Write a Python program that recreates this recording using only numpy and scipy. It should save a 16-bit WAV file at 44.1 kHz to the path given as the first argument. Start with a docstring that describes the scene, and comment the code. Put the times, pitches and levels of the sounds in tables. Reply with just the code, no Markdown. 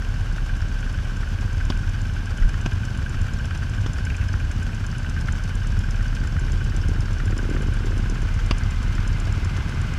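"""A twin-cylinder cruiser motorcycle idles close to the microphone, its silencer throbbing, its crankcase
knocking. It waits in a queue on a country road; the microphone rolls up the line and stops. The bike
ahead ticks its valves, a third knocks and now and then pops in its exhaust, and a loose part rattles.
Further up, over the other idling twins, a rider blips the throttle. In the distance a car approaches
on the crossing road, and gusts bump the microphone."""
import sys
import numpy as np
from scipy import signal
from scipy.fft import rfft, irfft
from scipy.io import wavfile

SR = 44100
rng = np.random.default_rng(int(sys.argv[2]) if len(sys.argv) > 2 else 0)


def pcm_store(signal):
    """Save signal as 16-bit PCM."""
    levels = np.round(np.clip(np.atleast_2d(signal), -1, 1) * 32767)
    wavfile.write(sys.argv[1], SR, levels.astype(np.int16).T)


N = 440118
TIME = np.arange(N) / SR


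def from_db(db):
    """Decibels to gain."""
    return 10 ** (np.asarray(db) / 20)


def rms_one(x):
    """Scale to rms 1."""
    return x / np.sqrt(np.mean(x ** 2) + 1e-20)


def peak_at(x, db):
    """Scale to a peak level."""
    return from_db(db) * x / np.abs(x).max()


def in_time(curve):
    """A table of (time, value), sample by sample."""
    return np.interp(TIME, *np.transpose(curve))


def drift(rate_hz):
    """Slow random wander of spread about 1."""
    return np.interp(TIME * rate_hz, np.arange(1000), rng.standard_normal(1000))


def swell(peak_s, width_s):
    """A smooth rise to 1 and fall back."""
    return np.exp(-((TIME - peak_s) / width_s) ** 2)


def creep(gain_db, stop_s=4.1):
    """Level rises by gain_db as the microphone rolls up the line; 0 dB once stopped."""
    return gain_db * np.minimum(TIME / stop_s - 1, 0)


def colour(x, spectrum):
    """Minimum-phase filter through the spectrum's points, falling away beyond its ends; the tail wraps."""
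    size = len(x)
    hz, db = np.transpose(spectrum)
    octave = np.log2(np.maximum(np.arange(size // 2 + 1) * SR / size, 1))
    beyond = np.abs(octave - np.clip(octave, np.log2(hz[0]), np.log2(hz[-1])))
    gain = from_db(np.interp(octave, np.log2(hz), db) - 20 * beyond)
    cepstrum = irfft(np.log(gain))
    response = np.exp(rfft(np.r_[cepstrum[0], 2 * cepstrum[1:size // 2]], size))
    return irfft(rfft(x) * response, size)


def resonate(x, modes):
    """Parallel resonances with alternating signs."""
    out = 0
    for k, (hz, width, db) in enumerate(modes):
        r = np.exp(-np.pi * width / SR)
        ring = signal.lfilter([1, 0, -1], [1, -2 * r * np.cos(2 * np.pi * hz / SR), r * r], x + 1e-18)
        out = out + (-1) ** k * from_db(db) * (1 - r * r) / 2 * ring
    return out


def cycles(rpm):
    """Count of four-stroke cycles: one for two turns of the crank."""
    return np.cumsum(rpm) / (120 * SR)


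def strokes(cycle, pattern, scatter_db, jitter_s):
    """One click for each stroke of each cycle, uneven in strength and timing."""
    clicks = np.zeros(N)
    for share, db in pattern:
        strength, late = rng.standard_normal((2, 200))
        due_s = np.interp(np.arange(len(late)) + share, cycle, TIME, left=-1, right=-1)
        at = (due_s + jitter_s * late) * SR
        heard = (at >= 0) & (at < N)
        clicks[at[heard].astype(int)] += from_db(db + scatter_db * np.clip(strength[heard], -2, 2))
    return clicks


def bursts(clicks, decay_s):
    """Each click starts a dying burst of noise with the energy of the click."""
    r = np.exp(-1 / (decay_s * SR))
    return signal.lfilter([np.sqrt(1 - r * r)], [1, -r], clicks + 1e-18) * rng.standard_normal(N)


def dying_noise(t, decay_s):
    """Noise under an exponential decay."""
    return rng.standard_normal(len(t)) * np.exp(-t / decay_s)


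def hits(events, sound):
    """A fresh sound(t, columns..) at the time of each event."""
    out, t = np.zeros(N + SR), TIME[:SR // 10]
    for s, *columns in events:
        at = int(s * SR)
        out[at:at + len(t)] += sound(t, *columns)
    return out[:N]


def exhaust(firings, pipe, gas_db, gas_s):
    """Each firing sends a pressure pulse and a puff of turbulent gas down the pipe."""
    return rms_one(colour(from_db(gas_db) * bursts(firings, gas_s) - firings, pipe))


# tyre roar from the crossing road: (frequency [Hz], relative level [dB])
TYRE_SPECTRUM = [(200, -17), (600, -7.5), (1150, 0.5), (1500, 2), (1950, -9.5), (2055, 5), (2170, -2.5),
                 (2450, -3.5), (3300, -10), (6000, -19), (12000, -36.5)]
def distant_car(nearest_s=10.44, nearest_m=31.4, nearest_db=-41, m_per_s=11.4, grass_db_per_m=0.27):
    """Tyres approach on the crossing road; spreading and the grass weaken them with distance."""
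    metres = np.hypot(nearest_m, m_per_s * (TIME - nearest_s))
    db = nearest_db - 20 * np.log10(metres / nearest_m) - grass_db_per_m * (metres - nearest_m)
    return from_db(db) * rms_one(colour(rng.standard_normal(N), TYRE_SPECTRUM))


# chains and gears along the queue: (frequency [Hz], relative level [dB])
HISS_SPECTRUM = [(180, -28.5), (300, -1.5), (378, -7), (500, -8), (1260, -10.5), (1560, -2.5), (1870, -13),
                 (2960, -11.5), (4120, -19.5), (4470, -23), (5180, -22.5), (6210, -21), (7950, -29.5),
                 (10200, -31.5), (15400, -43)]
# their resonances: (frequency [Hz], width [Hz], gain [dB])
HISS_MODES = [(1075, 170, -2.5), (3070, 360, -16), (4464, 91, 5), (5230, 270, 3), (6140, 430, -4),
              (7760, 490, -2)]
def gear_hiss(level_db=-42.5):
    """Chains and gears of all the engines merge into a ringing hiss around the microphone."""
    gears, metal = rng.standard_normal((2, N))
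    hiss = colour(from_db(-4) * gears + resonate(metal, HISS_MODES), HISS_SPECTRUM)
    return from_db(level_db) * rms_one(hiss)


# wind on the microphone: (time [s], width [s], level [dB])
MIC_GUSTS = [(1.955, 0.28, -31), (2.447, 0.03, -10), (3.202, 0.14, -26)]
def gusts(buffet_hz=29):
    """Eddies buffet the microphone with a few deep, uneven swings."""
    out = 0
    for s, width_s, db in MIC_GUSTS:
        swing = np.sqrt(2) * np.cos(2 * np.pi * buffet_hz * (TIME - s) + 0.72 * drift(60))
        out = out + from_db(db) * swing * swell(s, width_s)
    return out


# silencers up the line, also on the bike ahead: (frequency [Hz], relative level [dB])
QUEUE_PIPES = [(18, -27), (35, -11), (52, 2), (68, 5), (95, 5), (125, -1), (165, -9.5), (230, -10.5),
               (320, -25), (480, -32), (1200, -45.5)]
# rocker boxes of the same bikes: (frequency [Hz], width [Hz], gain [dB])
ROCKER_MODES = [(4690, 76, 2.5), (5420, 73, 2), (6060, 300, -4.5), (7240, 110, -4), (8370, 190, -15)]
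def rest_of_queue(pipes_db, count=5):
    """Twins further up the line, each wandering round its own idle speed, with fainter clatter."""
    firings, taps = 0, 0
    for rpm in np.linspace(860, 1380, count):
        cycle = cycles(rpm * (1 + .015 * drift(1.5))) + rng.random()
        firings = firings + strokes(cycle, [(0, 0.084), (.43, -1.6)], scatter_db=2.0, jitter_s=0.00046)
        taps = taps + strokes(cycle, [(.3, 0)], scatter_db=3.5, jitter_s=.001)
    pipes = from_db(pipes_db) * exhaust(firings, QUEUE_PIPES, gas_db=-8.0, gas_s=0.02)
    clatter = from_db(-49) * rms_one(colour(bursts(taps, decay_s=0.01), HISS_SPECTRUM))
    ticks = from_db(-61) * rms_one(resonate(bursts(taps, decay_s=0.0049), ROCKER_MODES))
    return pipes + clatter + ticks


# twists of the grip: (time [s], hold [s], speed gained [rpm], drive level [dB])
TWISTS = [(6.148, 0.46, 330.1, -35), (6.65, .28, 400.5, -33.5), (7.18, .39, 590.4, -33),
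          (7.78, .42, 99.9, -35.5), (8.851, 1.04, 250.4, -34.5)]
def throttle(idle_rpm=1150, idle_db=-48.5, spin_down_s=1.2, attack_s=0.039, release_s=.13):
    """Each twist speeds the engine up evenly and lifts its level; both sink back: (rpm, gain)."""
    rpm, gain = idle_rpm, 0
    for s, hold, rpm_gained, db in TWISTS:
        held = np.clip(TIME - s, 0, hold)
        after = np.maximum(TIME - s - hold, 0)
        rpm = rpm + rpm_gained * held / hold * np.exp(-after / spin_down_s)
        envelope = (1 - np.exp(-held / attack_s)) * np.exp(-after / release_s)
        gain = np.maximum(gain, from_db(db) * envelope)
    return rpm, gain + from_db(idle_db)


# firings of the revving twin: (position [cycles], relative level [dB])
REV_FIRINGS = [(.08, -1.5), (.71, 0)]
# its open pipe at low speed and revved: (frequency [Hz], relative level [dB])
CHUG_SPECTRUM = [(40, -36), (90, -4.5), (140, 8), (190, -1.5), (260, -6), (350, -10), (700, -42.5)]
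BARK_SPECTRUM = [(110, -12), (200, 0), (280, 0), (400, -4), (530, -12), (700, -26), (2000, -42)]
def revving_bike(open_rpm=1900, bark_db_per_rpm=0.0184):
    """Further up the road an open pipe chugs, and barks more brightly as the engine is revved."""
    rpm, gain = throttle()
    firings = strokes(cycles(rpm), REV_FIRINGS, scatter_db=1.0, jitter_s=.0003)
    chug = exhaust(firings, CHUG_SPECTRUM, gas_db=-6, gas_s=.01)
    bark = exhaust(firings, BARK_SPECTRUM, gas_db=-6, gas_s=.008)
    bark_db = bark_db_per_rpm * (rpm - open_rpm) - 4.5
    return gain * (from_db(-2.5) * chug + from_db(bark_db) * bark)


# shakes of a loose metal part: (time [s], relative peak [dB])
SHAKES = [(4.0517, -34), (4.1006, -23.5), (4.144, -31.5), (4.2118, -29.5)]
# its resonances: (frequency [Hz], width [Hz], gain [dB])
LOOSE_MODES = [(1580, 190, -2.5), (2540, 330, 0), (2750, 200, -12)]
def rattle():
    """A loose metal part in the queue rings briefly at each shake."""
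    def shake(t, db):
        return peak_at(resonate(dying_noise(t, decay_s=0.0081), LOOSE_MODES), db + 0.5)
    return hits(SHAKES, shake)


# the third bike's pops, before the silencer's packing:
# (time [s], crack peak [dB], hump peak [dB], ring frequency [Hz], ring peak [dB])
EXHAUST_POPS = [(1.701, -12, -10.5, 3230, -13.5), (2.660, -17.5, -12, 2400, -27),
                (3.861, -19.5, -16.5, 2920, -30), (8.509, -14, -9, 2750, -11)]
# its pipe wall: (frequency [Hz], width [Hz], gain [dB])
WALL_MODES = [(366, 160, -5), (1110, 440, -13), (1500, 460, 3.5), (4480, 530, -2)]
def pop(t, crack_db, hump_db, ring_hz, ring_db):
    """Unburnt fuel goes off in the pipe: a hump of pressure, a crack, and the ring of the pipe wall."""
    blast = dying_noise(t, decay_s=0.0048) * (1 - np.exp(-t / 0.00043))
    blast += from_db(-23.5) * dying_noise(t, decay_s=0.017)
    hump = np.sin(np.pi * np.minimum(t / .0036, 1)) ** 2
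    ring = resonate(blast, [(ring_hz, 600, 4)] + WALL_MODES)
    burst = crack(blast, crack_db) + from_db(hump_db) * hump + peak_at(ring, ring_db)
    # the silencer's packing absorbs the highest part
    return signal.sosfilt(signal.butter(2, 7500, fs=SR, output="sos"), burst)


# the crack of a pop: (frequency [Hz], relative level [dB])
CRACK_SPECTRUM = [(100, -54), (400, 15.5), (1400, 24.5), (2200, 16), (3200, 16), (4700, 6.5), (6500, 11.5),
                  (9000, -18), (15000, -56)]
def crack(blast, db):
    """The sharp, bright edge of a blast in the pipe."""
    return peak_at(colour(blast, CRACK_SPECTRUM), db)


def knock(t, db):
    """A hard metal contact: a short, broad clack in the range of the crankcase's main modes."""
    blow = (t == 0) + from_db(-17) * dying_noise(t, decay_s=.004)
    clack = signal.sosfilt(signal.butter(2, [1300, 1950], "band", fs=SR, output="sos"), blow)
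    return peak_at(clack, db)


# idle of the third bike: (time [s], speed [rpm])
THIRD_RPM = [(0, 1007), (1.4, 970), (2.2, 1043), (3.1, 977), (4.1, 1019), (4.5, 1023), (5.8, 991),
             (6.6, 1016), (7.3, 990), (8.2, 1024), (10, 999)]
# its ordinary knock: (position [cycles], relative level [dB])
SOFT_KNOCK = [(.175, 0)]
# its hardest knocks: (time [s], peak [dB])
HARD_KNOCKS = [(1.6034, -29), (2.4237, -27), (5.0464, -26), (5.1645, -24.5), (5.2849, -23), (6.4822, -27),
               (7.2, -27), (7.3248, -31), (7.9192, -29)]
def knocking_bike(soft_db=-30.5):
    """A third twin in the line knocks once a cycle, mostly softly; now and then it knocks hard or pops."""
    blows = strokes(cycles(in_time(THIRD_RPM)), SOFT_KNOCK, scatter_db=4.0, jitter_s=0.000994)
    clacks = signal.fftconvolve(blows, knock(TIME[:SR // 10], soft_db))[:N]
    return clacks + hits(HARD_KNOCKS, knock) + hits(EXHAUST_POPS, pop)


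# idle of the bike ahead: (time [s], speed [rpm])
AHEAD_IDLE = [(0.0, 1011), (2.0, 983), (2.4, 1029), (2.7, 988), (3.8, 1006), (4.4, 1047), (4.8, 1017),
              (5.2, 1060), (6.5, 957), (6.8, 1008), (7.2, 953), (7.6, 1011), (9.1, 966), (10.0, 989)]
# its firings, bright ticks and duller taps: (position [cycles], relative level [dB])
AHEAD_PULSES = [(0.079, 0.5), (.66, 1)]
VALVE_TICKS = [(0.746, 3), (.765, -4)]
VALVE_TAPS = [(.165, -1), (0.181, -6)]
# its valve cover: (frequency [Hz], width [Hz], gain [dB])
COVER_MODES = [(4740, 160, -17), (5200, 180, 1.5), (6190, 200, 0), (7185, 150, 2.5), (8070, 450, -14),
               (8570, 140, -7), (9690, 310, -6.5), (10600, 700, -16)]
def bike_ahead(pipe_db, valves_db):
    """One place ahead of the microphone, a slower idle; its valves ring the cover and the rocker box."""
    cycle = cycles(in_time(AHEAD_IDLE))
    firings = strokes(cycle, AHEAD_PULSES, scatter_db=4.5, jitter_s=0.00066)
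    pipe = exhaust(firings, QUEUE_PIPES, gas_db=-2.0, gas_s=0.0062)
    ticks = bursts(strokes(cycle, VALVE_TICKS, scatter_db=2.6, jitter_s=.0008), decay_s=.002)
    taps = bursts(strokes(cycle, VALVE_TAPS, scatter_db=2.8, jitter_s=.0008), decay_s=.0023)
    valves = rms_one(resonate(ticks, COVER_MODES)) + from_db(-4) * rms_one(resonate(taps, ROCKER_MODES))
    # the small covers radiate little outside the range of their modes
    valves = signal.sosfilt(signal.butter(2, [3500, 10500], "band", fs=SR, output="sos"), valves)
    return from_db(pipe_db) * pipe + from_db(valves_db) * valves


# contacts in the nearest engine: (position [cycles], relative level [dB])
SLACK_CONTACTS = [(0.358, 5), (0.412, -5.5), (0.501, -15), (0.782, 0.5)]
# the knocks are heard later in the cycle until the microphone draws alongside: (time [s], lag [cycles])
HEARD_LAG = [(3.15, .085), (3.7, 0)]
# the nearest crankcase: (frequency [Hz], width [Hz], gain [dB])
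CRANKCASE_MODES = [(1485, 160, -2.5), (1563, 104, 3), (1653, 92, -5), (2425, 174, -15), (3010, 114, -13.5)]
def crankcase(cycle, level_db=-44.5, alongside_gain_db=2.5):
    """Slack in the engine rings the crankcase, loudest as the microphone draws alongside."""
    taps = strokes(cycle - in_time(HEARD_LAG), SLACK_CONTACTS, scatter_db=1.2, jitter_s=.0015)
    chatter = from_db(-2) * bursts(taps, decay_s=0.0057)
    gear_churn = from_db(-2) * rng.standard_normal(N)
    ring = resonate(rms_one(taps + chatter) + gear_churn, CRANKCASE_MODES)
    return from_db(level_db + alongside_gain_db * swell(peak_s=3.5, width_s=1.7)) * rms_one(ring)


# idle of the nearest bike: (time [s], speed [rpm])
NEAR_IDLE = [(0.0, 1094), (1.1, 1064), (1.9, 1092), (3.4, 1046), (4.5, 1097), (5.0, 1078), (5.6, 1094),
             (7.0, 1071), (7.5, 1089), (8.0, 1067), (8.4, 1096), (10.0, 1059)]
# its firings: (position [cycles], relative level [dB])
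NEAR_PULSES = [(0.104, -6.5), (0.818, -1.5)]
# its silencer: (frequency [Hz], relative level [dB])
NEAR_SILENCER = [(20, -17.5), (50, -14), (70, -7), (90, 2.5), (115, -11), (160, -12.5), (230, -25),
                 (330, -34), (500, -45), (1200, -40.5)]
# the silencer's lowest orders: (frequency [multiples of the cycle rate], relative level [dB])
LOW_ORDERS = [(2, -37), (3, -7.5), (4, 4), (5, -13)]
# their throb at the microphone: (time [s], level [dB])
THROB_LEVEL = [(0, -25), (0.5, -20.5), (1, -24.5), (1.9, -24.5), (3, -29.5), (5.1, -28), (5.7, -23),
               (9.1, -22.5), (9.6, -28.5)]
def nearest_bike(pipe_db):
    """Beside the microphone, two uneven firings a cycle drive a booming silencer; the crankcase knocks."""
    cycle = cycles(in_time(NEAR_IDLE))
    # the low orders dip together once a cycle, which gives the lope
    phase = 2 * np.pi * (cycle - .85)
    throb = -sum(from_db(db + 1.36 * drift(6)) * np.cos(order * phase) for order, db in LOW_ORDERS)
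    firings = strokes(cycle, NEAR_PULSES, scatter_db=-1.0, jitter_s=0.00024)
    pipe = exhaust(firings, NEAR_SILENCER, gas_db=-13.0, gas_s=0.0093)
    return from_db(in_time(THROB_LEVEL)) * rms_one(throb) + from_db(pipe_db) * pipe + crankcase(cycle)


def scene():
    """One microphone in the open air, within the queue; exhausts and valves grow as it rolls closer."""
    closer_db = creep(gain_db=2)
    swell_db = 2.5 * swell(peak_s=4.04, width_s=0.33)
    bikes = (nearest_bike(pipe_db=-31 + closer_db + swell_db)
             + bike_ahead(pipe_db=-36.5 + closer_db, valves_db=-55 + creep(gain_db=7))
             + knocking_bike()
             + rest_of_queue(pipes_db=-26 + closer_db)
             + revving_bike())
    return (bikes + rattle() + gear_hiss() + distant_car() + gusts())[None]


def record(dry, cutoff_hz=15300):
    """The top is cut steeply."""
    return signal.sosfilt(signal.ellip(10, .1, 80, cutoff_hz, fs=SR, output="sos"), dry)


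dry = scene()
out = record(dry)
pcm_store(out)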